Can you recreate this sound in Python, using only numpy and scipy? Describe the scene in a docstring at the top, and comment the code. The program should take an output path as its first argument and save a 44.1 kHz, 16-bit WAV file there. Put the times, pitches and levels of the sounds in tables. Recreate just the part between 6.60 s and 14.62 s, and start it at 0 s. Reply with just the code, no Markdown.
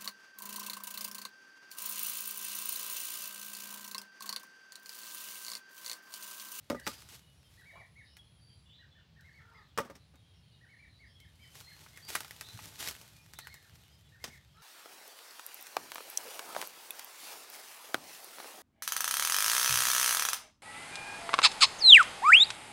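"""Small fruit is picked from a garden tree: leaves rub, stalks snap and tear, and loose fruit
drops onto leaf litter with a crunch, a thud, a hollow ring and a bounce. Feet shift on the soil.
Behind it, a bird repeats arched calls, small birds whistle, far fowl cluck and insects buzz
over a low distant rumble."""
import sys
import numpy as np
from scipy import signal
from scipy.fft import rfft, irfft
from scipy.io import wavfile
from scipy.ndimage import uniform_filter1d

SR = 44100
rng = np.random.default_rng(int(sys.argv[2]) if len(sys.argv) > 2 else 0)


def to_wav(sig):
    """Store sig (one row per channel, or 1-D mono) as 16-bit WAV at the path in sys.argv[1].

    Samples outside -1..1 are clipped; the rate is SR.
    """
    pcm = np.clip(np.atleast_2d(sig), -1, 1) * 32767
    pcm = np.round(pcm).astype(np.int16)
    wavfile.write(sys.argv[1], SR, pcm.T)  # frames by channels


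N = 353682

# Distant rumble and air. Each row: frequency in Hz, gain in dB.
AIR_SPECTRUM = [(15, -87), (25, -34.5), (70, 1), (110, -0.5), (160, -4), (230, -17.5), (350, -22.5),
                (640, -25), (1400, -29), (2700, -27), (4300, -27), (6500, -37.5), (10000, -47),
                (16000, -46.5)]
# Each row: start in seconds, length in seconds, centre in Hz, width in Hz, level in dB, swell in dB.
INSECT_BUZZES = [(0, 2.14, 9950, 750, -79.5, 4), (3.3, 1.7, 9620, 700, -84, 0),
                 (1.85, .4, 7550, 300, -88, 0), (3.4, .16, 7550, 300, -85, 0),
                 (7.3, .72, 7600, 300, -88, 0)]
# Each row: start in seconds, length in seconds, start and end pitch in Hz, throat resonance in Hz,
# hoarseness from 0 to 1, relative level in dB.
FOWL_CLUCKS = [(1.126, 0.039, 270, 345, 695, .6, -66.5), (1.152, 0.042, 358, 362, 1065, 0.72, -62.5),
               (1.191, 0.03, 363, 316, 704, 0.9, -68.5), (2.785, 0.16, 439, 468.6, 1480, 0.44, -69.5),
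               (2.906, 0.1305, 469, 404, 1154, 0.38, -68), (7.941, 0.17, 412, 510, 1390, 0.33, -67.5)]
# Birds that keep chirping. Each row: pitch in Hz, chirps per second, level in dB.
FAR_BIRDS = [(3360, 3, -78.5), (4220, 4, -77.5)]
# Small birds. Each row: start and length in seconds, start and end pitch in Hz, relative level in dB.
FAR_CHIRPS = [(.234, 0.078, 4570, 5030, -54.5), (1.442, 0.04, 5300, 3620, -67),
              (1.472, 0.053, 5340, 5350, -65.5), (1.582, 0.024, 3410, 3270, -61),
              (1.797, .16, 4630, 4680, -67.5), (2.04, .11, 3470, 3490, -65.5),
              (2.308, 0.044, 3440, 3480, -65.5), (3.911, 0.03, 5000, 3650, -67.5),
              (4.276, .097, 4280, 3940, -70), (4.539, .085, 3450, 3140, -67),
              (4.798, 0.098, 3116, 3054, -65.5), (5.016, 0.12, 4200, 4190, -60.5),
              (6.86, 0.0676, 4440, 4140, -64)]
CLEAR_WHISTLES = [(2.085, 0.091, 2685, 4020, -59.5), (5.42, 0.059, 4530, 4790, -50),
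                  (5.825, 0.068, 3410, 4180, -51), (6.545, 0.042, 2410, 2436, -63.5),
                  (6.745, 0.085, 3255, 4460, -54)]
# Near bird's call. Each row: share of the call's length, share of its top pitch.
CALL_ARCH = [(0, .8), (.15, .94), (.32, 1), (.64, .96), (.82, .83), (1, .71)]
# Its phrase. Each row: offset in seconds, pitch ratio to the opening call, accent in dB.
CALL_PHRASE = [(0, 1, -5), (.077, 1.155, -1), (.176, 1.2, 0), (.382, 1.14, -1), (.586, 1.14, -5),
               (.78, 1.195, -5), (1.06, 1.095, 0), (1.32, 1.115, -1)]
# Its songs. Each row: start in seconds, number of calls, opening pitch in Hz, level in dB.
SONGS = [(0.15, 1, 2004, -49), (0.971, 4, 1987, -55), (2.185, 1, 1925, -58), (2.348, 1, 1840, -62),
         (2.557, 4, 1893, -58.5), (4.005, 8, 1960, -59), (6.814, 2, 1920, -56.5), (7.014, 1, 1840, -62.5),
         (7.516, 3, 1876, -58.5)]

# Feet on soil. 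Each row: start in seconds, level in dB, T60 in seconds.
FOOT_SHIFTS = [(5.935, -50, 0.64), (6.059, -60, 1)]
# The pulled branch. Each row: time in seconds, level of its leaves in dB.
BRANCH_SWAY = [(0, -75), (.2, -70), (.4, -59.5), (.68, -77.5), (1.0, -70.5), (1.4, -88), (2.5, -97),
               (2.68, -78.5), (3.4, -88), (4.5, -87), (4.92, -66.5), (5.4, -63), (5.9, -57.5), (6.4, -59.5),
               (6.6, -67.5), (7.22, -68), (7.48, -75.5), (8.02, -76)]
# The hand in the leaves. Each row: peak time in seconds, hold in seconds, level in dB.
HAND_STROKES = [(0.268, 0.073, -54), (0.502, 0.051, -56), (4.95, .06, -59), (5.21, 0.029, -59),
                (5.497, 0.038, -46), (5.58, 0.029, -52), (6.034, 0.031, -52), (6.203, .085, -44),
                (7.63, 0.13, -66)]
# Rubbing leaves. Each row: frequency in Hz, gain in dB.
LEAF_HISS_SPECTRUM = [(600, -11.5), (1500, 0), (2500, 2), (4000, 3), (6000, 1.5), (9000, -1.5), (13000, -2),
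                      (16000, -11.5)]
LEAF_BODY_SPECTRUM = [(100, -13.5), (250, 1), (500, -2), (800, 0), (1200, -2), (2000, -7), (3500, -7.5),
                      (8000, -54)]
# Stalks breaking. Each row: start in seconds, crack in dB, knock relative to the crack in dB.
STALK_SNAPS = [(0.1984, -43.5, -25), (.2761, -26, -14), (1.5684, -45, -1.5), (2.609, -55.5, -26),
               (3.557, -58, -1.5), (4.6023, -50, -41), (5.004, -43, -29), (5.2630, -55, 10.5),
               (5.374, -41, 0), (5.5511, -26.5, -4), (5.5538, -19.5, -2.5), (5.6059, -31, -7),
               (5.6470, -40.5, 3.5), (5.709, -36, -7), (5.8107, -31.5, -3), (5.9902, -48.5, 12.5),
               (6.2745, -28, -7), (6.2862, -24.5, -24), (6.3111, -33.5, -13), (6.414, -42, -7),
               (6.7357, -39.5, -7.5), (6.7883, -32.5, -3.5), (6.871, -39.5, 0), (6.942, -39.5, -29),
               (7.1560, -51.5, -3.5)]
# Fibre crack and woody knock. 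Each row: frequency in Hz, gain in dB.
CRACK_SPECTRUM = [(800, -6.5), (2500, -5.5), (5500, -3.5), (8000, -5.5), (12000, -7.5), (16000, -11.5)]
KNOCK_SPECTRUM = [(200, -46), (700, -3), (1150, 2.5), (1600, 5), (2100, 5), (3000, -3.5), (7000, -78)]
# Fruit landing. Each row: start and time to sink through the litter in seconds; crunch, thud, slap
# and ring in dB; ring tilt in dB per octave; gap between settling contacts in seconds.
FRUIT_DROPS = [(.1000, 0.00361, -35, -31.5, -35.5, -36.5, -8.5, .0121),
               (0.2663, 0.0046, -33, -36, -30, -51.5, 6, .007),
               (3.1760, .0085, -31.5, -38, -26.5, -37.5, 3, 0.00445),
               (7.6408, 0.0039, -31.5, -47, -45.5, -65.5, -4, .008)]
# Each row: start in seconds, then thud, ring and crunch in dB.
FRUIT_BOUNCES = [(.1470, -45.5, -43, -56), (3.202, -43, -38, -47.5), (3.2490, -49, -62, -60),
                 (3.2990, -47, -50, -60), (3.3530, -55.5, -77, -56), (3.5390, -61, -72, -79),
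                 (7.6775, -51.5, -72, -51)]
# The hollow litter. Each row: frequency in Hz, gain in dB, T60 in seconds.
LITTER_MODES = [(245.2, -18, 0.23), (385, -23, 0.12), (544, 6, 0.1), (565, -4.5, 0.096), (872, -5.5, 0.07),
                (938, -3.5, 0.1), (1210, 11, 0.067), (1560, -17, 0.077), (2150, -31, 0.035),
                (2440, -31, 0.028)]
# Fruit on litter. Each row: frequency in Hz, gain in dB.
THUD_SPECTRUM = [(60, -49), (140, -6.5), (240, 3.5), (320, -1.5), (420, -4.5), (540, -13.5), (750, -3.5),
                 (1000, -14), (1500, -32), (5000, -37)]
SLAP_SPECTRUM = [(150, -25), (500, -10.5), (900, -3), (1400, -2.5), (2200, -4), (3200, -22.5),
                 (8000, -26.5)]
CRUNCH_SPECTRUM = [(500, -4.5), (2000, -1.5), (3200, -0.5), (4300, -3.5), (5500, 2), (7000, -5.5),
                   (8500, -7), (11000, -11.5), (16000, -15)]


def undb(db):
    """Decibels to gain."""
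    return 10 ** (np.asarray(db) / 20)


def unit(x):
    """Scale to rms 1."""
    return x / np.sqrt(np.mean(x ** 2) + 1e-18)


def seconds(length_s):
    """Sample times of a short sound."""
    return np.arange(max(int(length_s * SR), 16)) / SR


def fade(t, t60_s):
    """Exponential decay."""
    return np.exp(-np.log(1000) * t / t60_s)


def add(out, at_s, x):
    """Mix a sound in at a time."""
    i = int(np.clip(at_s * SR, 0, N - 1))
    out[i:i + len(x)] += x[:N - i]


def colour(x, spectrum, size=4096):
    """Minimum-phase filter of unit power through (Hz, dB) points."""
    hz, db = np.transpose(spectrum)
    gain = undb(np.interp(np.log(np.fft.rfftfreq(size, 1 / SR) + 1), np.log(hz), db))
    cepstrum = irfft(np.log(unit(gain)))
    cepstrum[1:size // 2] *= 2
    cepstrum[size // 2 + 1:] = 0
    return signal.fftconvolve(x, irfft(np.exp(rfft(cepstrum))))[:len(x)]


def noise(count=N):
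    """White noise."""
    return rng.standard_normal(count)


def wander(rate_hz, count=N, knots=4096):
    """Random drift with a spread near 1."""
    return np.interp(np.arange(count) / SR * rate_hz, np.arange(knots), noise(knots))


def moments(per_s, count=128):
    """Loosely spaced random times in seconds."""
    times_s = (np.arange(count) + rng.random(count)) / per_s
    return times_s[times_s < N / SR]


def grains(per_s, spread_db):
    """Random clicks of uneven size."""
    clicks = (rng.random(N) < per_s / SR) * np.sign(noise())
    return unit(clicks * undb(spread_db * np.minimum(rng.exponential(size=N), 4)))


def bursts(times_s, levels_db, t60s_s):
    """Envelope of sudden blows that die away."""
    power = np.zeros(N)
    for at_s, db, t60_s in zip(times_s, levels_db, t60s_s):
        add(power, at_s, (undb(db) * fade(seconds(1.5 * t60_s), t60_s)) ** 2)
    return np.sqrt(power)


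def reflections(x, t60_s, wet_db, delay_s, cutoff_hz):
    """Ground, foliage and walls return a late, duller, fading tail."""
    t = seconds(1)
    tail = signal.sosfilt(signal.butter(1, cutoff_hz, fs=SR, output="sos"), noise(len(t)))
    tail *= fade(t, t60_s) * np.clip(t / delay_s - 1, 0, 1)
    return undb(wet_db) * signal.fftconvolve(x, unit(tail) / np.sqrt(len(t)))[:N]


def syllable(length_s):
    """Progress through a call from 0 to 1, and its soft-edged envelope."""
    t = seconds(length_s)
    progress = t / t[-1]
    return progress, np.clip(np.minimum(progress, 1 - progress) / .15, 0, 1)


def whistles(notes, flutter):
    """Sine notes that glide in pitch, fastest at the start."""
    out = np.zeros(N)
    for at_s, length_s, start_hz, end_hz, db in notes:
        progress, envelope = syllable(length_s)
        pitch_hz = start_hz + (end_hz - start_hz) * np.sin(progress * np.pi / 2)
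        pitch_hz *= 1 + flutter * wander(700, len(progress), knots=512)
        add(out, at_s, undb(db) * envelope * np.sin(2 * np.pi * np.cumsum(pitch_hz) / SR))
    return out


def garden_air(level_db=-62.5):
    """A smooth wash of air whose distant low rumble throbs."""
    air = unit(colour(noise(), AIR_SPECTRUM))
    rumble = signal.sosfilt(signal.butter(1, 200, fs=SR, output="sos"), air)
    throb = undb(2.1 * wander(rate_hz=25))
    return undb(level_db) * (air + rumble * (throb - 1))


def far_chorus(count=130, note_s=.07):
    """Far birds blurred by reflection."""
    when, height, slide, strength = rng.random((count, 4)).T
    start_hz = 2900 + 2700 * height ** 2
    end_hz = start_hz * (.94 + .086 * slide)
    notes = zip(when * N / SR, np.full(count, note_s), start_hz, end_hz, -79 + 6 * strength)
    return reflections(whistles(notes, flutter=.023), t60_s=.14, wet_db=0, delay_s=.004, cutoff_hz=6700)


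def insects(edge_s=.14):
    """Shrill buzzing in narrow noise bands."""
    t, out = np.arange(N) / SR, np.zeros(N)
    for at_s, length_s, hz, width_hz, db, swell_db in INSECT_BUZZES:
        band = signal.butter(2, [hz - width_hz / 2, hz + width_hz / 2], "band", fs=SR, output="sos")
        gain = undb(db + swell_db * np.clip((t - at_s) / length_s - .5, -.5, .5))
        gate = np.clip(np.minimum(t - at_s, at_s + length_s - t) / edge_s, 0, 1)
        out += gain * gate * unit(signal.sosfilt(band, noise()))
    return out * undb(wander(rate_hz=35))


def fowl():
    """Far clucks: voice and rasp through one throat resonance."""
    out = np.zeros(N)
    for at_s, length_s, start_hz, end_hz, throat_hz, hoarse, db in FOWL_CLUCKS:
        progress, envelope = syllable(length_s)
        pitch_hz = start_hz + (end_hz - start_hz) * progress
        pitch_hz *= 1 + .02 * wander(300, len(progress), knots=512)
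        phase = 2 * np.pi * np.cumsum(pitch_hz) / SR
        throat = [(300, -20), (throat_hz * .7, -15), (throat_hz, 0), (throat_hz * 1.35, -18), (5000, -45)]
        voice = unit(colour(sum(np.cos(k * phase) for k in range(1, 8)), throat))
        rasp = unit(colour(noise(len(progress)), throat))
        add(out, at_s, undb(db) * envelope * ((1 - hoarse) * voice + hoarse * rasp))
    return undb(6.5) * out + reflections(out, t60_s=.33, wet_db=-3.1, delay_s=.0041, cutoff_hz=5000)


def hidden_birds(chirp_s=.0733, fall=.073, pitch_spread=.05):
    """Each far bird repeats a slightly falling note around its own pitch."""
    notes = []
    for centre_hz, per_s, db in FAR_BIRDS:
        for at_s, chance in zip(moments(per_s), noise(128)):
            hz = centre_hz * (1 + pitch_spread * chance)
            notes.append((at_s, chirp_s, hz, hz * (1 - fall), db))
    return whistles(notes, flutter=.028)


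def near_bird(ref_length_s=.074, ref_hz=2250, stretch=1.94):
    """Songs share one phrase; each call rises, holds and drops, and higher calls last longer."""
    out = np.zeros(N)
    for at_s, count, opening_hz, db in SONGS:
        for offset_s, ratio, accent_db in CALL_PHRASE[:round(count)]:
            top_hz = opening_hz * ratio
            progress, envelope = syllable(ref_length_s * (top_hz / ref_hz) ** stretch)
            arch = uniform_filter1d(np.interp(progress, *np.transpose(CALL_ARCH)), size=300)
            pitch_hz = top_hz * arch * (1 + .014 * wander(500, len(progress), knots=512))
            phase = 2 * np.pi * np.cumsum(pitch_hz) / SR
            tone = np.sin(phase) + undb(-23) * np.sin(2 * phase) + undb(-27) * np.sin(3 * phase)
            effort_db = 5 * (progress - .5) + 2 * wander(108, len(progress), knots=512)
            add(out, at_s + offset_s, undb(db + accent_db + effort_db) * envelope * tone)
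    return out


def birds():
    """Calls linger among the trees; hidden birds arrive by reflection only."""
    near = near_bird()
    far = whistles(FAR_CHIRPS, flutter=.016)
    clear = whistles(CLEAR_WHISTLES, flutter=.013)
    out = near + undb(-6) * far + undb(-5) * clear
    add(out, .024, undb(-9) * near)  # one short echo
    out += reflections(near, t60_s=.23, wet_db=-6, delay_s=.009, cutoff_hz=4500)
    out += reflections(clear, t60_s=.42, wet_db=-4, delay_s=.0082, cutoff_hz=7000)
    return out + reflections(far + hidden_birds(), t60_s=.46, wet_db=0, delay_s=.0011, cutoff_hz=5100)


def feet():
    """Weight settles on soft soil with a low bump."""
    soil_spectrum = [(40, -11), (100, 6), (160, -1.5), (400, -23), (2000, -72)]
    return colour(noise() * bursts(*np.transpose(FOOT_SHIFTS)), soil_spectrum)


def brushing_db(attack_s=.038, t60_s=.18):
    """Leaf level: branch sway plus hand strokes that swell, hold and decay."""
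    t = np.arange(N) / SR
    power = undb(np.interp(t, *np.transpose(BRANCH_SWAY))) ** 2
    for at_s, hold_s, db in HAND_STROKES:
        swell = np.clip(1 + (t - at_s) / attack_s, 0, 1) ** 2
        decay = fade(np.clip(t - at_s - hold_s, 0, 2), t60_s)
        power += (undb(db) * swell * decay) ** 2
    return 10 * np.log10(power)


def leaves(brush_db):
    """Sliding leaves make dense grains; catching edges add sparse ticks."""
    friction = grains(per_s=12000, spread_db=2.5) + undb(-9) * grains(per_s=220, spread_db=3)
    hiss = friction * undb(brush_db + 1.7 * wander(rate_hz=90))
    body_db = -67.5 + .88 * (brush_db + 60)  # grows more slowly than the hiss
    body = grains(per_s=4000, spread_db=4.4) * undb(body_db)
    return colour(hiss, LEAF_HISS_SPECTRUM) + colour(body, LEAF_BODY_SPECTRUM)


def snapping_stalks(brush_db, snap_t60_s=.0062, tear_db=-13.5, tear_t60_s=.083):
    """Fibres crack, the twig knocks, the last fibres tear; small twigs tick as hard as leaves move."""
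    breaks = []
    for at_s, db, woody_db in STALK_SNAPS:
        breaks.append((at_s, db, db + woody_db, snap_t60_s))
        breaks.append((at_s, db + tear_db, db + tear_db + woody_db, tear_t60_s))
    for at_s, jitter_db in zip(moments(per_s=11), 1 - 2 * rng.random(128)):
        tick_db = brush_db[int(at_s * SR)] + 14.5 + jitter_db
        breaks.append((at_s, tick_db, tick_db - 3.5, snap_t60_s))
    times_s, crack_db, knock_db, t60_s = np.transpose(breaks)
    crack = colour(np.sign(noise()) * bursts(times_s, crack_db, t60_s), CRACK_SPECTRUM)
    knock = colour(np.sign(noise()) * bursts(times_s, knock_db, t60_s), KNOCK_SPECTRUM)
    return crack + knock


def fruit_contacts(touch_db=-9, settle_db=-7.5, crushed_db=-7.5):
    """Fruit touches the litter, hits the ground and settles ever softer and duller; some bounce."""
    # Each row: start in seconds, ring in dB, tilt in dB per octave, thud, slap and crunch in dB,
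    # T60 in seconds.
    rows = []
    for at_s, sink_s, crunch_db, thud_db, slap_db, ring_db, tilt, gap_s in FRUIT_DROPS:
        rows.append((at_s, ring_db + touch_db, tilt,
                     thud_db + touch_db, slap_db + touch_db, crunch_db, .032))
        for k in range(3):  # the impact, then two settling contacts
            rows.append((at_s + sink_s + k * gap_s, ring_db - 2 * k, tilt - 2 * k,
                         thud_db + k * settle_db, slap_db - 14 * k,
                         crunch_db + crushed_db + k * settle_db, .079 if k else .046))
    for at_s, thud_db, ring_db, crunch_db in FRUIT_BOUNCES:
        rows.append((at_s, ring_db, -7.5, thud_db, thud_db - 5.5, crunch_db, .1))
    return rows


def falling_fruit(detune=.007, pivot_hz=560):
    """Each contact thuds, slaps, crushes dry leaves and rings the hollow litter."""
    times_s, ring_db, tilts, thud_db, slap_db, crunch_db, t60_s = np.transpose(fruit_contacts())
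    t, ring = seconds(.3), np.zeros(N)
    for at_s, db, tilt_db_per_octave in zip(times_s, ring_db, tilts):
        for hz, mode_db, mode_t60_s in LITTER_MODES:
            wave = np.sin(2 * np.pi * hz * (1 + detune * rng.standard_normal()) * t)
            gain = undb(db + mode_db + tilt_db_per_octave * np.log2(hz / pivot_hz))
            add(ring, at_s, gain * fade(t, mode_t60_s) * wave)
    thud = colour(noise() * bursts(times_s, thud_db, t60_s), THUD_SPECTRUM)
    slap = grains(per_s=9000, spread_db=.52) * bursts(times_s, slap_db, t60_s)
    crunch = grains(per_s=12000, spread_db=3.7) * bursts(times_s, crunch_db, t60_s)
    return ring + thud + colour(slap, SLAP_SPECTRUM) + colour(crunch, CRUNCH_SPECTRUM)


def scene():
    """The picking, its reflections and the garden around it, in mono."""
    brush_db = brushing_db()
    picking = falling_fruit() + snapping_stalks(brush_db) + leaves(brush_db) + feet()
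    early = reflections(picking, t60_s=.06, wet_db=-13.5, delay_s=.001, cutoff_hz=16000)
    late = reflections(picking, t60_s=.35, wet_db=-25, delay_s=.026, cutoff_hz=14000)
    garden = birds() + fowl() + insects() + garden_air() + far_chorus()
    return (picking + early + late + garden)[None]


def record(dry):
    """The deepest bass and the very top are rolled off."""
    low_hz, top_hz = 42, 15800
    highpass = signal.butter(3, low_hz, "high", fs=SR, output="sos")
    lowpass = signal.ellip(10, .2, 70, top_hz, fs=SR, output="sos")
    return signal.sosfilt(lowpass, signal.sosfilt(highpass, dry))


dry = scene()
out = record(dry)
to_wav(out)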